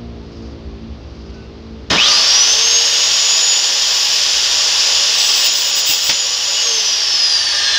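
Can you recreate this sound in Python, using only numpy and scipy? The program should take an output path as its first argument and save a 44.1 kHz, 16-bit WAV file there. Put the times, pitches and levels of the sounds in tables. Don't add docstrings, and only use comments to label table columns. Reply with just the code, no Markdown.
import sys
import numpy as np
from scipy import signal
from scipy.fft import rfft, irfft
from scipy.io import wavfile
from scipy.ndimage import uniform_filter1d, minimum_filter1d

SR = 44100
rng = np.random.default_rng(int(sys.argv[2]) if len(sys.argv) > 2 else 0)


def persist_wave(psi):
    counts = np.round(np.clip(psi, -1, 1) * 32767).astype(np.int16)
    wavfile.write(sys.argv[1], SR, np.atleast_2d(counts).T)


N = 343098
TIME = np.arange(N) / SR
BINS = np.maximum(np.fft.rfftfreq(N, 1 / SR), 1)
START_S, STOP_S = 1.901, 6.562
TOP_HZ = 494.2


def from_db(db):
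    return 10 ** (np.asarray(db) / 20)


def in_time(rows):
    return np.interp(TIME, *np.transpose(rows))


def at_hz(response, hz):
    knots, db = np.transpose(response)
    return from_db(np.interp(np.log(hz), np.log(knots), db))


def shaped(gain):
    x = irfft(rfft(rng.standard_normal(N)) * gain, N)
    return x / np.sqrt(np.mean(x ** 2) + 1e-20)


def noise(spectrum):
    beyond = np.log(BINS / np.clip(BINS, spectrum[0][0], spectrum[-1][0]))
    return shaped(at_hz(spectrum, BINS) * from_db(-66 * np.abs(beyond)))


def resonant_noise(modes):
    power = sum((from_db(db) / (1 + ((BINS - hz) / width) ** 2)) ** 2 for hz, width, db in modes)
    return shaped(np.sqrt(power))


def drift(rate_hz):
    return shaped(1 / (1 + (BINS / rate_hz) ** 2))


def angle(hz):
    return 2 * np.pi * np.cumsum(hz) / SR


def tone(phase):
    return np.sqrt(2) * np.sin(phase + rng.uniform(0, 2 * np.pi))


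def swell(centre_s, length_s):
    return np.cos(np.pi * np.clip((TIME - centre_s) / length_s, -.5, .5)) ** 2


def swells(rows):
    return sum(from_db(db) * swell(s, length) for s, length, db in rows)


def sinking(depth_db):
    sink_s = .46
    return from_db(-depth_db * (1 - np.exp(-np.maximum(TIME - START_S, 0) / sink_s)))


def idling_engine():
    # firing_multiple, level_db
    partials = [(.5, -20), (1, -1), (1.5, -7), (2, -3.5), (2.5, -10), (3, -1), (4, 3), (5, -3), (6, -4),
                (7, -6), (8, -7.5), (9, -11.5), (10, -12.5), (11, -16), (12, -16), (13, -20.5)]
    firing_hz = 55.8 + 3.3 * np.exp(-TIME / .35)
    firing = angle(firing_hz * (1 + .0026 * drift(14)))
    exhaust = sum(from_db(db + 3.4 * drift(3.2)) * tone(k * firing) for k, db in partials)
    return from_db(-40 - 3 * np.minimum(TIME, START_S)) * sinking(22.5) * exhaust


def yard():
    # frequency_hz, density_db
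    rumble = [(38, -20), (52, 0), (66, 6), (78, -17), (100, -23)]
    # centre_s, length_s, level_db, pitch_hz
    surges = [(.65, 1.4, -33, 68.6), (2.8, 1.3, -46.5, 68), (4.55, 2.4, -48.5, 59), (5.9, 1.2, -58, 56),
              (7.55, 1.6, -51.5, 86)]
    # frequency_hz, density_db
    background = [(15, -38), (25, -19), (50, -3), (76, -3), (178, -14), (225, -6), (331, -12.5), (397, -15),
                  (737, -20), (1140, -21.5), (1680, -28), (4730, -27.5), (5970, -36), (8360, -61),
                  (12000, -74), (15600, -104), (22000, -120)]
    drone_hz, width_hz = 67.4, 8.4
    drone = from_db(2) * tone(angle(drone_hz * (1 + .012 * drift(5.6)))) + from_db(-3) * noise(rumble)
    hums = sum(from_db(db) * swell(s, length) * resonant_noise([(hz, width_hz, 0)])
               for s, length, db, hz in surges)
    return from_db(-39.5) * sinking(22) * drone + hums + from_db(-38.5) * sinking(15) * noise(background)


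def handling():
    # centre_s, length_s, level_db
    rubs = [(.41, 0.49, -50.5), (1.25, .9, -53.5), (1.75, .5, -60)]
    # frequency_hz, density_db
    scrape = [(2000, -16), (2800, -6), (3700, -18), (4800, 2), (5600, -5), (6500, -13), (7500, -28)]
    return swells(rubs) * from_db(2 * drift(40)) * noise(scrape)


def brief_tones():
    # centre_s, pitch_hz, level_db, length_s, wander_hz
    tones = [(1.39, 1500, -51, .24, 14), (1.4, 2720, -56, .5, 130), (2.11, 1215, -27, .42, 25),
             (2.115, 5920, -22, .1, 30), (5.25, 7810, -31, .3, 16), (5.4, 7770, -34, .26, 18),
             (5.36, 3880, -33, .45, 40), (5.46, 2950, -22, .08, 110), (5.91, 2700, -25, .1, 50),
             (6.0, 7720, -38, .36, 20), (6.0, 11580, -49, .32, 35), (6.59, 2920, -22, .14, 12)]
    return sum(from_db(db) * swell(s, length) * tone(angle(hz + wander * drift(48)))
               for s, hz, db, length, wander in tones)


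def knocks():
    # start_s, crack_db, thud_db, decay_s
    blows = [(1.9, -14, -39, 0.019), (1.908, -25, -16.5, 0.029), (1.932, -27, -18.5, 0.037),
             (5.459, -18, -46, 0.016), (5.77, -25, -39, .02), (5.893, -19, -30, 0.015),
             (5.908, -18, -38, .008), (6.092, -7.5, -25, 0.022)]
    # frequency_hz, density_db
    crack_spectrum = [(250, -47), (450, -5), (650, -14), (880, 1), (1200, -11), (1900, -2), (2600, 2.5),
                      (3800, 2), (4700, 3), (6500, -0.5), (8000, -22), (12000, -30)]
    # frequency_hz, density_db
    thud_spectrum = [(40, -24), (90, -13), (170, 7.5), (300, 6), (500, -2), (1100, -0.5), (2000, -15),
                     (4000, -50)]
    attack_s, bench_hz, bench_decay_s = .002, 125, .0057
    crack, thud, thump = np.zeros((3, N))
    for start_s, crack_db, thud_db, decay_s in blows:
        age = np.maximum(TIME - start_s, 0)
        envelope = (1 - np.exp(-age / attack_s)) * np.exp(-np.minimum(age / decay_s, 50))
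        crack += from_db(crack_db) * envelope
        thud += from_db(thud_db) * envelope
        bench_mode = np.sin(2 * np.pi * bench_hz * age) * np.exp(-np.minimum(age / bench_decay_s, 50))
        thump += from_db(thud_db) * bench_mode
    return crack * noise(crack_spectrum) + thud * noise(thud_spectrum) + thump


def rotor_motion():
    # time_s, speed_lost_hz
    load = [(5.05, 0), (5.45, 3.9), (5.85, 4.3), (6.12, 7), (6.4, 2.9), (6.56, 2)]
    kick_share, kick_s, climb_s = .4955, .0808, .411
    drag_s, friction_s = 2.3, 11.4
    on_s, off_s = np.maximum(TIME - START_S, 0), np.maximum(TIME - STOP_S, 0)
    current = kick_share * np.exp(-on_s / kick_s) + (1 - kick_share) * np.exp(-on_s / climb_s)
    driven = TOP_HZ * (1 - current) - in_time(load)
    speed = driven * np.exp(-off_s / friction_s) / (1 + off_s / drag_s)
    return np.maximum(speed, 1), current


def mains_throb(depth):
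    mains_hz, fade_s = 60, .15
    return 1 + depth * np.exp(-np.abs(TIME - START_S) / fade_s) * np.sin(2 * np.pi * 2 * mains_hz * TIME)


def reverberation(x, t60_s, wet_db):
    t = TIME[:SR // 2]
    tail = rng.standard_normal(len(t)) * from_db(-60 * t / t60_s) * (t > .003)
    wet = signal.fftconvolve(x, tail / np.linalg.norm(tail))[:N]
    return (x + from_db(wet_db) * wet) / np.sqrt(1 + from_db(wet_db) ** 2)


def motor_whine(speed, current):
    # pitch_hz, level_db
    fan_response = [(1800, -57), (2850, -31), (3550, -19), (4050, -18.5), (4400, -23.5), (4800, -14),
                    (5100, -13), (5450, -21), (5700, -17), (6100, -21.5), (6500, -20), (6850, -20.5)]
    # pitch_hz, level_db
    octave_response = [(5500, -49), (8100, -43.5), (9200, -41), (9900, -42.5), (10400, -55), (11300, -52),
                       (13000, -53), (13800, -53)]
    # pitch_hz, level_db
    bar_response = [(2150, -48), (2400, -25.5), (3200, -24.5), (3600, -25.5), (3900, -37), (4400, -25.5),
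                    (5000, -24), (5450, -31), (5900, -30.5)]
    # time_s, gain_db
    fan_fade = [(2.12, 0), (2.21, -7), (2.29, 0), (2.43, 5.5), (2.55, 1.5), (2.78, 3), (2.92, -4.5),
                (3.55, 3), (3.75, -9.5), (4.65, -10), (5.04, -7), (5.13, -16), (5.35, -19), (5.46, -4.5),
                (6.09, -7.5), (6.2, -0.5), (6.39, -14), (6.63, -2)]
    # centre_s, length_s, level_db
    octave_swells = [(4.0, .7, -49)]
    blades, bars, stall_boost_db = 14, 12, 23
    rotor, fade_db = angle(speed), in_time(fan_fade)
    fan = blades * rotor + .21 * drift(70)
    whine = at_hz(fan_response, blades * speed) * tone(fan) * from_db(fade_db + 2 * drift(20))
    slow = np.clip((370 - speed) / 40, 0, 1)
    overtones = tone(2 * fan) + from_db(-23) * slow * tone(3 * fan)
    overtone_gain = at_hz(octave_response, 2 * blades * speed) * from_db(-.15 * fade_db)
    whine += (overtone_gain + swells(octave_swells)) * overtones
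    bar_gain = at_hz(bar_response, bars * speed) * from_db(stall_boost_db * current)
    whine += bar_gain * tone(bars * rotor + 1.3 * drift(47))
    return reverberation(whine * mains_throb(depth=1.6), t60_s=.21, wet_db=-9.5)


def rushing_air(current):
    # frequency_hz, density_db
    turbulence = [(110, -18.5), (200, -18.5), (390, -9.5), (470, -5), (530, -11), (750, -5.5), (1150, -7),
                  (1320, -6), (1700, -2.5), (2350, -5.5), (2600, -6)]
    # pitch_hz, width_hz, level_db
    guard_modes = [(571.4, 13.7, 5.5), (640.6, 18, 1.5), (707, 45, -6.5), (844.4, 32, 3), (980, 16.5, 4),
                   (1047, 11.6, 2.5), (1138, 45, 4), (1420, 70, -1.5), (1651, 20, 0.5), (1812, 40, 2.5),
                   (2150, 30, -4.5)]
    rush = from_db(-30) * noise(turbulence) + from_db(-33) * resonant_noise(guard_modes)
    return from_db(9 * current) * rush


def gear_rattle(binding):
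    # frequency_hz, density_db
    rattle = [(1900, -14.5), (2350, -12), (2550, -4), (2900, 0), (3300, 1), (3700, 0), (4200, -4),
              (4800, -21), (6000, -29)]
    # pitch_hz, width_hz, level_db
    housing_modes = [(2576, 36, -4), (2875, 54, -2.5), (3240, 130, -4), (3526, 38, 0.5), (3700, 43, -1),
                     (4330, 59, -9), (5030, 60, 3.5), (5260, 30, 0), (5210, 35, 3), (5870, 26, -1.5),
                     (6400, 30, -10)]
    drive = from_db(-24) + from_db(2) * binding
    return from_db(-19.5) * noise(rattle) + drive * resonant_noise(housing_modes)


def air_hiss(speed, binding):
    # frequency_hz, density_db
    vents = [(3500, -33), (4400, -5), (4750, -0.5), (5300, 0), (5900, -4), (6200, -8.5), (6600, -8.5),
             (7200, -33)]
    # frequency_hz, density_db
    teeth = [(5800, -21), (6600, -5.5), (7000, 0.5), (7500, -4.5), (8000, -14.5), (8700, -18), (9700, -16),
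             (11000, -23), (12500, -27.5), (14000, -22), (15500, -23.5)]
    full_flow_hz, teeth_db_per_octave = 307, 7.5
    weak_flow = np.clip(2 * (1 - speed / full_flow_hz), 0, 1)
    vent_gain = from_db(-16 - 8.5 * weak_flow)
    torn_air = from_db(-29 + teeth_db_per_octave * np.log2(np.maximum(speed / TOP_HZ, .4)))
    return vent_gain * noise(vents) + (torn_air + from_db(-5.5) * binding) * noise(teeth)


def reflections(x, echo_db, count=12):
    lags = (rng.uniform(.002, .025, count) * SR).astype(int)
    echoes = sum((-1) ** k * np.pad(x, (lag, 0))[:N] for k, lag in enumerate(lags))
    return (x + from_db(echo_db) * echoes) / np.sqrt(1 + count * from_db(echo_db) ** 2)


def running_noise(speed, current, binding):
    # time_s, gain_db
    level = [(1.9, 2), (2.35, 1.4), (2.7, 0.1), (3.3, 0), (3.7, -1.07), (4.9, 0.5), (5.45, 0), (5.54, -2.5),
             (5.74, -2.5), (6.3, -4), (6.6, -2.5), (7.35, -3.5), (7.78, -1.5)]
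    rush = rushing_air(current)
    hiss = reflections(gear_rattle(binding) + air_hiss(speed, binding), echo_db=-23.5)
    chatter = from_db(.74 * drift(220))
    return from_db(in_time(level)) * (rush + hiss * chatter) * mains_throb(depth=.18)


def unbalance_hum(speed):
    resonance_hz, width_hz = 454.3, 18
    resonance = 1 / (1 + ((speed - resonance_hz) / width_hz) ** 4)
    gain = from_db(-48) * (speed / TOP_HZ) ** 2 + from_db(-36.5) * resonance
    return gain * tone(angle(speed) + .16 * drift(14))


def kerf_squeal(binding):
    # harmonic_number, level_db
    partials = [(1, -12), (2, -5.5), (3, -30), (4, -0.5)]
    # frequency_hz, density_db
    grit = [(6000, -32), (7700, 3), (9000, -33), (12500, -17), (14200, -6), (15000, 2), (15500, 4)]
    squeal_hz = 3862
    slip = angle(squeal_hz * (1 + .0022 * drift(62)))
    squeal = sum(from_db(db) * tone(k * slip) for k, db in partials)
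    return binding * (squeal * from_db(2 * drift(50) - 3.5) + from_db(-1) * noise(grit))


def blade_ring(speed):
    # pitch_hz, width_hz, level_db
    modes = [(1210, 24, -7.5), (1633, 23, -1.5), (1782, 54, -0.5), (2150, 150, -16), (3350, 100, -4)]
    loudest_below_hz, fade_db_per_hz = 294, .17
    level_db = -22.5 - fade_db_per_hz * np.maximum(speed - loudest_below_hz, 0)
    return (TIME > STOP_S) * from_db(level_db) * resonant_noise(modes)


def scene():
    # centre_s, length_s, level_db
    binds = [(5.25, .35, -33), (5.39, .14, -31), (5.46, .08, -25), (5.59, 0.21, -30), (5.68, .11, -33),
             (5.785, .1, -25), (5.905, 0.14, -20), (5.98, 0.14, -34), (6.07, .14, -27)]
    binding = swells(binds)
    speed, current = rotor_motion()
    switched_on = np.clip((TIME - START_S) / .004, 0, 1)
    running = motor_whine(speed, current) + unbalance_hum(speed) + running_noise(speed, current, binding)
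    saw = switched_on * running + kerf_squeal(binding) + blade_ring(speed) + knocks() + brief_tones()
    return np.tile(saw + handling() + idling_engine() + yard(), (2, 1))


def record(dry):
    hiss_db, ceiling, cutoff_hz = -83, .84, 15600
    heard = dry + from_db(hiss_db) * rng.standard_normal(N)
    gain = minimum_filter1d(np.minimum(1, ceiling / (np.abs(heard) + 1e-9)), size=61)
    held = heard * uniform_filter1d(gain, size=61)
    return signal.sosfiltfilt(signal.ellip(10, .05, 60, cutoff_hz, fs=SR, output="sos"), held)


dry = scene()
out = record(dry)
persist_wave(out)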